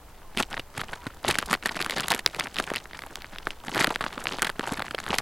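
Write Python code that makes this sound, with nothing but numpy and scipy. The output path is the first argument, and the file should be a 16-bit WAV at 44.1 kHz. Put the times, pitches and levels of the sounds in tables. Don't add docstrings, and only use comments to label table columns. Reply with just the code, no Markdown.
import sys
import numpy as np
from scipy import signal
from scipy.io import wavfile
from scipy.ndimage import uniform_filter1d

SR = 44100
rng = np.random.default_rng(int(sys.argv[2]) if len(sys.argv) > 2 else 0)


def store_wav(level_fs):
    pcm = np.round(np.clip(np.atleast_2d(level_fs), -1, 1) * 32767)
    wavfile.write(sys.argv[1], SR, pcm.T.astype(np.int16))


N = 229960

# (time [s], loudest body level [dB], ring pitch [Hz], bright tick against the body [dB], time scale [ms])
CREASES = [(0.3735, -17.5, 3480, -11, 1.6), (0.3822, -23, 2400, -13, 12), (0.4015, -17.5, 1160, -10, 4.7),
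           (0.4256, -25, 3300, -3, 1.5), (0.4297, -24, 2700, -18, 4.3), (0.529, -27, 2620, -17, 1.2),
           (0.5422, -23, 1680, -35, 1.6), (0.5684, -26, 1500, -30, 3.9), (0.577, -24, 1290, -52, 2.1),
           (0.5953, -26.5, 2650, -14.5, 5.4), (0.7778, -27, 1800, -5, 4.5), (0.7946, -29, 1260, -27, 7.6),
           (0.8147, -22, 1410, -15, 3.3), (0.8353, -32, 990, -33, 5), (0.884, -36, 2580, -27, 1.7),
           (0.9319, -26, 1490, -19.5, 8.2), (1.0671, -28, 1600, -14.5, 6.9),
           (1.2474, -21.5, 1030, -38, 2.7), (1.2814, -19, 2950, -9, 2.7), (1.3011, -19, 1620, -13, 9.3),
           (1.31, -18.5, 2110, -6, 4.7), (1.343, -26.5, 2380, -12, 7.5), (1.3548, -17.5, 1800, -15, 0.27),
           (1.3855, -18, 1520, -5, 6.5), (1.4266, -20, 1110, -22, 0.4), (1.459, -41.5, 2630, 6.5, 7.3),
           (1.5122, -23, 1810, -12, 1), (1.5296, -14, 1140, -11, 3.1), (1.5376, -16.5, 1850, -12.5, 7.3),
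           (1.5505, -20.5, 1530.0, -23, 0.91), (1.6257, -33.5, 1770, -17, 3.3),
           (1.658, -18, 1750, -9.5, 7.1), (1.6765, -32, 1400, -22, 2), (1.692, -21, 1760, -21, 3.6),
           (1.746, -34, 2700, -12, 1.5), (1.772, -31, 2180, -25, 3.8), (1.7915, -27, 2070, -21.0, 2.6),
           (1.8043, -24.5, 2140, -20, 5.6), (1.815, -20.5, 2880, -12, 2.5), (1.825, -21, 2980, -10, 1.2),
           (1.846, -27, 2400, -8, 3.3), (1.8624, -20, 1540, -11, 0.95), (1.897, -21, 1730, -11, 2.4),
           (1.9083, -22.5, 2470.0, -6, 2.8), (1.921, -26.5, 1900, -18, 5.5),
           (1.9713, -26.5, 1600, -18, 3.5), (1.982, -23, 1920, -10.5, 5.6), (1.998, -22, 3150, -15, 2),
           (2.0059, -26.5, 2020, 3, 3.3), (2.033, -28, 2520, -18, 8.6), (2.083, -21, 1800, -0.5, 3),
           (2.104, -18.5, 3450, -4, 2.2), (2.118, -17, 2380, -4, 2.6), (2.1385, -21, 2420, -12, 1.6),
           (2.148, -22.5, 1960, -1, 1.4), (2.1627, -28, 1500, -16, 2), (2.191, -26.5, 1970, -7.5, 5.9),
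           (2.262, -7.5, 4000, -14, .9), (2.2746, -29.5, 2050, -9, 4.1), (2.3464, -28.5, 1950, -12, 2.2),
           (2.397, -18.5, 2440, -5.5, 1.1), (2.4081, -17.5, 2180, -34, 2.1), (2.4707, -26, 1700, -18, 0.83),
           (2.544, -37.5, 2810, 0, 0.84), (2.5587, -28, 3300, -20, 1.2), (2.567, -23.5, 2340, -16, 1.5),
           (2.579, -32, 1700, -23, 1.3), (2.5853, -18.5, 2450, -15.5, 3.9), (2.5996, -18, 1400, -12, 3.5),
           (2.64, -29, 2400, -9, 3), (2.702, -23, 1660, -14, 2.1), (2.7376, -23.5, 1040, -9, 1.2),
           (2.7538, -24.5, 2200, -26, 1.3), (2.7597, -20.5, 2560, -8, 3.2), (2.7675, -22.5, 2100, -25, 4.5),
           (2.7815, -30, 3330, -19, 1), (2.856, -32.5, 1780, -29, 2), (2.9327, -33.5, 1670, -31.0, 2.4),
           (2.9468, -34, 1810, -20, 9.1), (2.991, -28.5, 2140, -12, 2.3), (3.02, -32.5, 1740.0, -13, 3.9),
           (3.0368, -30.5, 1100, -15, 1.7), (3.1564, -26.5, 3120, -5, 0.81), (3.2204, -34, 1970, -7, 0.62),
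           (3.2445, -29, 1820, -35.0, 0.61), (3.3598, -30, 1330, -24, 1.5),
           (3.3844, -27.5, 3470, -16.5, 2.1), (3.4699, -16, 1270, -26, 1.9), (3.506, -25, 2650, -17, 0.88),
           (3.6823, -26, 1750, -21, 1.9), (3.747, -25, 1950.0, -8.5, 1.9), (3.7586, -20, 1540, -14, 1.3),
           (3.765, -28, 1650, -13, 5.6), (3.7781, -19, 1780, -13, 1.6), (3.807, -18.5, 1800, -13.5, 7.7),
           (3.816, -17.5, 1660, -15, 4.2), (3.8327, -31, 2200, -9, 3.7), (3.8378, -26, 1500, -5, 2),
           (3.8439, -11.5, 1720, -13, 3), (3.8707, -20.5, 1520, -10.5, 3.6), (3.9046, -21, 960, -21, 8.9),
           (3.942, -32.5, 3200, -13, 1.2), (3.9589, -16.5, 1580, -17, 0.69),
           (4.0086, -19.5, 1310, -19, 10.3), (4.0405, -20, 1490, -32, 1.3), (4.064, -19.5, 1170, -44, 1.9),
           (4.128, -32, 2230, -17, 3.1), (4.1781, -26.5, 1240, -25, 3.2), (4.256, -21, 1420, -36, 0.75),
           (4.2698, -15.5, 2650, -26, 0.27), (4.3343, -29, 3120, -16, 1.1), (4.3854, -24.5, 1070, -17, 1.4),
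           (4.394, -27, 2270, -15, 2), (4.421, -16, 1590, -1.5, 2.1), (4.4268, -16.5, 1410, -11, 4.2),
           (4.4463, -21.0, 2100, -11, 5.8), (4.4543, -26, 1420, -15, 0.89), (4.4686, -24, 1950, -11, 7.2),
           (4.4941, -22.5, 1500, -23, 1.6), (4.499, -22, 1590, -10.5, 3.4),
           (4.595, -19.5, 1560, -12.5, 0.62), (4.609, -25.5, 1400, -29, 1.8),
           (4.6374, -40, 3800, -18, 0.93), (4.6922, -27.5, 1410, -24, 2.3), (4.7224, -28.5, 1260, -5, 2.9),
           (4.742, -29.5, 2100, -20, 1.5), (4.7732, -29.5, 1690, -14, 8), (4.7945, -23.5, 1390, -13, 2.2),
           (4.8032, -24, 830, -37, 0.49), (4.8211, -21.5, 1590, -17, 2.9), (4.9093, -26, 1590, -15, 5),
           (4.948, -23.5, 2930, -16, 3), (4.9813, -26.5, 1810, -27, 1.7), (4.9866, -21.5, 1810, -21, 2.2),
           (5.0013, -28.5, 1560, -5, 3.6), (5.0644, -24, 1490, -17, 0.56), (5.0795, -28, 1344, -36, 4),
           (5.1052, -20.5, 2880, -29, 3.3), (5.1371, -22.5, 1150, -29, 2.2),
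           (5.1426, -19, 2450, -14.5, 2.7), (5.1852, -17.5, 1560, -10.5, 4.3),
           (5.1844, -20, 4430, -6.5, 2.5)]


def snaps():
    out = np.zeros(N)
    chance = rng.standard_normal((len(CREASES), 3, 900))
    for (time_s, *settings), draws in zip(CREASES, chance):
        add(out, time_s, snap(*settings, draws))
    return out


KNEE_HZ = 4990


def snap(level_db, ring_hz, tick_db, length_ms, chance):
    t = np.arange(chance.shape[1]) / SR
    u = t * 1000 / max(length_ms, .3)
    swell = u ** (0.049 * length_ms) * np.exp(-2.1 * u)
    after_rustle = 0.029 * np.exp(-t / 0.0039)
    slips = chance[0] * abs(chance[1]) ** 0.5 * (swell + after_rustle)
    slips = slips + 1.18 * np.sqrt(t * SR) * np.exp(-t / .00006)

    panel = ringing(ringing(slips, ring_hz, width=0.64), ring_hz, width=0.7)
    around = band(band(slips, 0.41 * ring_hz, 2.95 * ring_hz), 510, 2 * KNEE_HZ)
    body = evened(evened(panel) + amp(-1.5) * evened(around))
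    body = signal.sosfilt(signal.butter(6, KNEE_HZ, fs=SR, output="sos"), body)

    tick = band(slips * np.exp(-.6 * u), 4320, 11300)
    give = band(chance[2] * np.sqrt(t) * np.exp(-t / 0.0026), 88, 880)
    give_db = -9.0 - 5.0 * np.log2(ring_hz / 1500)
    whole = body + amp(tick_db) * evened(tick) + amp(give_db) * evened(give)
    loudest = np.sqrt(uniform_filter1d(body ** 2, size=100).max())
    return amp(level_db) * whole / loudest


# (frequency [Hz], relative level per Hz [dB])
SHEET_COLOUR = [(180, -21), (300, -12), (762, 2.5), (1120, 2), (3700, -4.5), (5080, -9), (10900, -13),
                (15500, -45.5)]


def crackle():
    clumps = amp(4.5 * np.clip(drift(per_s=102), -2, 1.5))
    happens = rng.random(N) < 450 / SR
    size = amp(3.16 * np.minimum(rng.exponential(1, N), 3.6)) * happens
    kind = rng.integers(0, 32, N)
    creases = np.zeros(N)
    t = np.arange(400) / SR
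    for k, hz in enumerate(np.geomspace(500, 9000, num=32)):
        slips = rng.standard_normal(len(t)) * np.exp(-t / 0.00076)
        ring = ringing(ringing(slips, hz, width=0.63), hz, width=1.87)
        burst = evened(ring) + 0.21 * evened(slips)
        creases += signal.oaconvolve(size * (kind == k), hz ** 0.21 * burst)[:N]
    creases = creases * clumps

    fine = evened(coloured(creases, SHEET_COLOUR))
    slide = evened(coloured(rng.standard_normal(N) * clumps ** 0.8, SHEET_COLOUR))
    airy = evened(band(creases, 9900, 11700))
    rumple = evened(band(rng.standard_normal(N) * clumps ** 1.33, 127, 490))
    return hand() * (fine + amp(-6.0) * rumple + amp(-11) * slide + amp(-15.0) * airy)


# (start time [s], hold [s], level of the fine crackle [dB])
HAND_SQUEEZES = [(0.397, 0.0078, -29), (0.537, 0.03, -38), (0.793, 0.0054, -33), (0.888, 0.081, -44),
                 (1.041, 0.055, -48.5), (1.279, 0.014, -26), (1.389, 0.0059, -36.5), (1.455, 0.012, -42),
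                 (1.51, 0.0088, -31), (1.657, 0.051, -35), (1.768, 0.072, -34.5), (1.904, 0.15, -33.5),
                 (2.113, 0.044, -31.5), (2.257, 0.11, -47.5), (2.383, 0.073, -34.5), (2.576, 0.052, -36.5),
                 (2.673, 0.11, -39), (2.954, 0.31, -51.5), (3.352, 0.02, -43), (3.644, 0.14, -42.5),
                 (3.772, 0.056, -29), (3.873, 0.057, -35.5), (4.035, 0.064, -38.5), (4.195, 0.15, -37.5),
                 (4.388, 0.079, -38), (4.625, 0.014, -39.5), (4.674, 0.052, -35.5), (4.835, 0.045, -46),
                 (5.063, 0.13, -38), (5.11, 0.05, -38), (5.195, .03, -37)]
# (time [s], level [dB])
RESTING_SHEET = [(.75, -62), (1.1, -55), (3.2, -51.5), (3.5, -51.5), (4.52, -49), (4.7, -46)]
GRIP_DB_PER_S, EASE_DB_PER_S = 423, 364


def hand():
    t = np.arange(0, N + 64, 64) / SR
    power = amp(np.interp(t, *np.transpose(RESTING_SHEET))) ** 2
    for start_s, hold_s, db in HAND_SQUEEZES:
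        early = np.maximum(start_s - t, 0)
        late = np.maximum(t - start_s - hold_s, 0)
        power = power + amp(db - GRIP_DB_PER_S * early - EASE_DB_PER_S * late) ** 2
    return np.interp(np.arange(N) / SR, t, np.sqrt(power))


# (listed time [s], the push starts 2.94 ms later; peak level [dB], centre frequency [Hz])
SHOVES = [(0.367, -21.5, 209), (0.522, -40, 151), (0.591, -25, 330), (0.774, -28, 130), (1.064, -20.5, 253),
          (1.243, -26, 256), (1.29, -17.5, 203), (1.654, -23, 305), (1.977, -24, 306), (2.142, -20, 372),
          (2.596, -15.5, 620), (2.713, -17.5, 386), (3.677, -28, 243), (3.747, -26, 262), (3.807, -18, 238),
          (3.874, -17.5, 293), (4.172, -27.5, 270), (4.591, -19, 385), (4.717, -18.5, 254),
          (4.782, -29, 266), (4.943, -17, 500), (5.099, -21, 195)]
SHOVE_OFFSET_S = 0.00294


def thumps():
    out = np.zeros(N)
    t = np.arange(2200) / SR
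    chance = rng.standard_normal((len(SHOVES), len(t)))
    for (time_s, db, hz), draws in zip(SHOVES, chance):
        push = np.sin(2 * np.pi * hz * t) * (hz * t) * np.exp(-hz * t / 0.49)
        rough = band(draws * t * np.exp(-hz * t / 0.52), 0.28 * hz, 2.22 * hz)
        shove = evened(push) + 0.81 * evened(rough)
        add(out, time_s + SHOVE_OFFSET_S, amp(db) * shove / abs(shove).max())
    return out


# (start time [s], length [s], first pitch [Hz], last pitch [Hz], level [dB])
FAINT_WHISTLES = [(.24, .07, 1090, 990, -58), (.965, .075, 982, 972, -51), (3.59, .1, 1000, 880, -58)]


def whistles():
    out = np.zeros(N)
    waver, flutter = drift(per_s=33), drift(per_s=83)
    for start_s, length_s, first_hz, last_hz, db in FAINT_WHISTLES:
        at = round(start_s * SR) + np.arange(round(length_s * SR))
        pitch_hz = np.linspace(first_hz, last_hz, len(at)) * (1 + 0.0074 * waver[at])
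        tone = np.sqrt(2) * np.sin(2 * np.pi * np.cumsum(pitch_hz) / SR)
        fade = signal.windows.tukey(len(at), .4)
        add(out, start_s, amp(db + 1.9 * flutter[at]) * tone * fade)
    return out


# (frequency [Hz], relative level per Hz [dB])
AIR_COLOUR = [(8.8, -74), (15, 22), (32, -4.5), (54, -3.5), (134, -18), (213, -20), (575, -18), (793, -17),
              (1420, -24.5), (16000, -52)]
AIR_DB = -46.5
GUST_S, GUST_WIDTH_S, GUST_DB = 1.4, 0.27, 8


def air():
    wash = amp(AIR_DB + 0.5 * drift(per_s=1.1)) * evened(coloured(rng.standard_normal(N), AIR_COLOUR))
    gust = np.exp(-((np.arange(N) / SR - GUST_S) / GUST_WIDTH_S) ** 2)
    return wash + (amp(GUST_DB * gust) - 1) * band(wash, 29, 95)


def amp(db):
    return 10 ** (np.asarray(db) / 20)


def evened(x):
    return x / np.sqrt(np.mean(x ** 2) + 1e-20)


def add(mix, time_s, sound):
    part = mix[round(time_s * SR):][:len(sound)]
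    part += sound[:len(part)]


def ringing(x, hz, width):
    r = np.exp(-np.pi * width * hz / SR)
    return signal.lfilter([1, 0, -1], [1, -2 * r * np.cos(2 * np.pi * hz / SR), r * r], x)


def band(x, lo_hz, hi_hz):
    sos = signal.butter(2, [lo_hz, min(hi_hz, .45 * SR)], "band", fs=SR, output="sos")
    return signal.sosfilt(sos, x)


def coloured(x, points):
    f, db = np.transpose(points)
    hz = abs(np.fft.fftfreq(8192, 1 / SR))
    log_gain = np.log(amp(np.interp(np.log(hz + 1), np.log(f + 1), db)))
    taps = np.fft.ifft(np.exp(np.conj(signal.hilbert(log_gain)))).real[:4096]
    return signal.oaconvolve(x, taps)[:len(x)]


def drift(per_s):
    size = max(int(SR / per_s), 1)
    return evened(uniform_filter1d(uniform_filter1d(rng.standard_normal(N), size), size))


def scene():
    return np.tile(snaps() + thumps() + crackle() + whistles() + air(), (2, 1))


# (frequency [Hz], relative level per Hz [dB])
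HISS_COLOUR = [(18, -32), (30, 6), (449, -11), (584, -5), (801, -13), (3060, -11.5), (16000, -11)]
HISS_DB, EDGE_HZ = -58, 16100


def record(dry):
    hiss = [evened(coloured(rng.standard_normal(N), HISS_COLOUR)) for _ in dry]
    wet = dry + amp(HISS_DB) * np.array(hiss)
    low_pass = signal.firwin(511, EDGE_HZ, window=("kaiser", 9), fs=SR)
    return signal.oaconvolve(wet, low_pass[None], "same")


dry = scene()
out = record(dry)
store_wav(out)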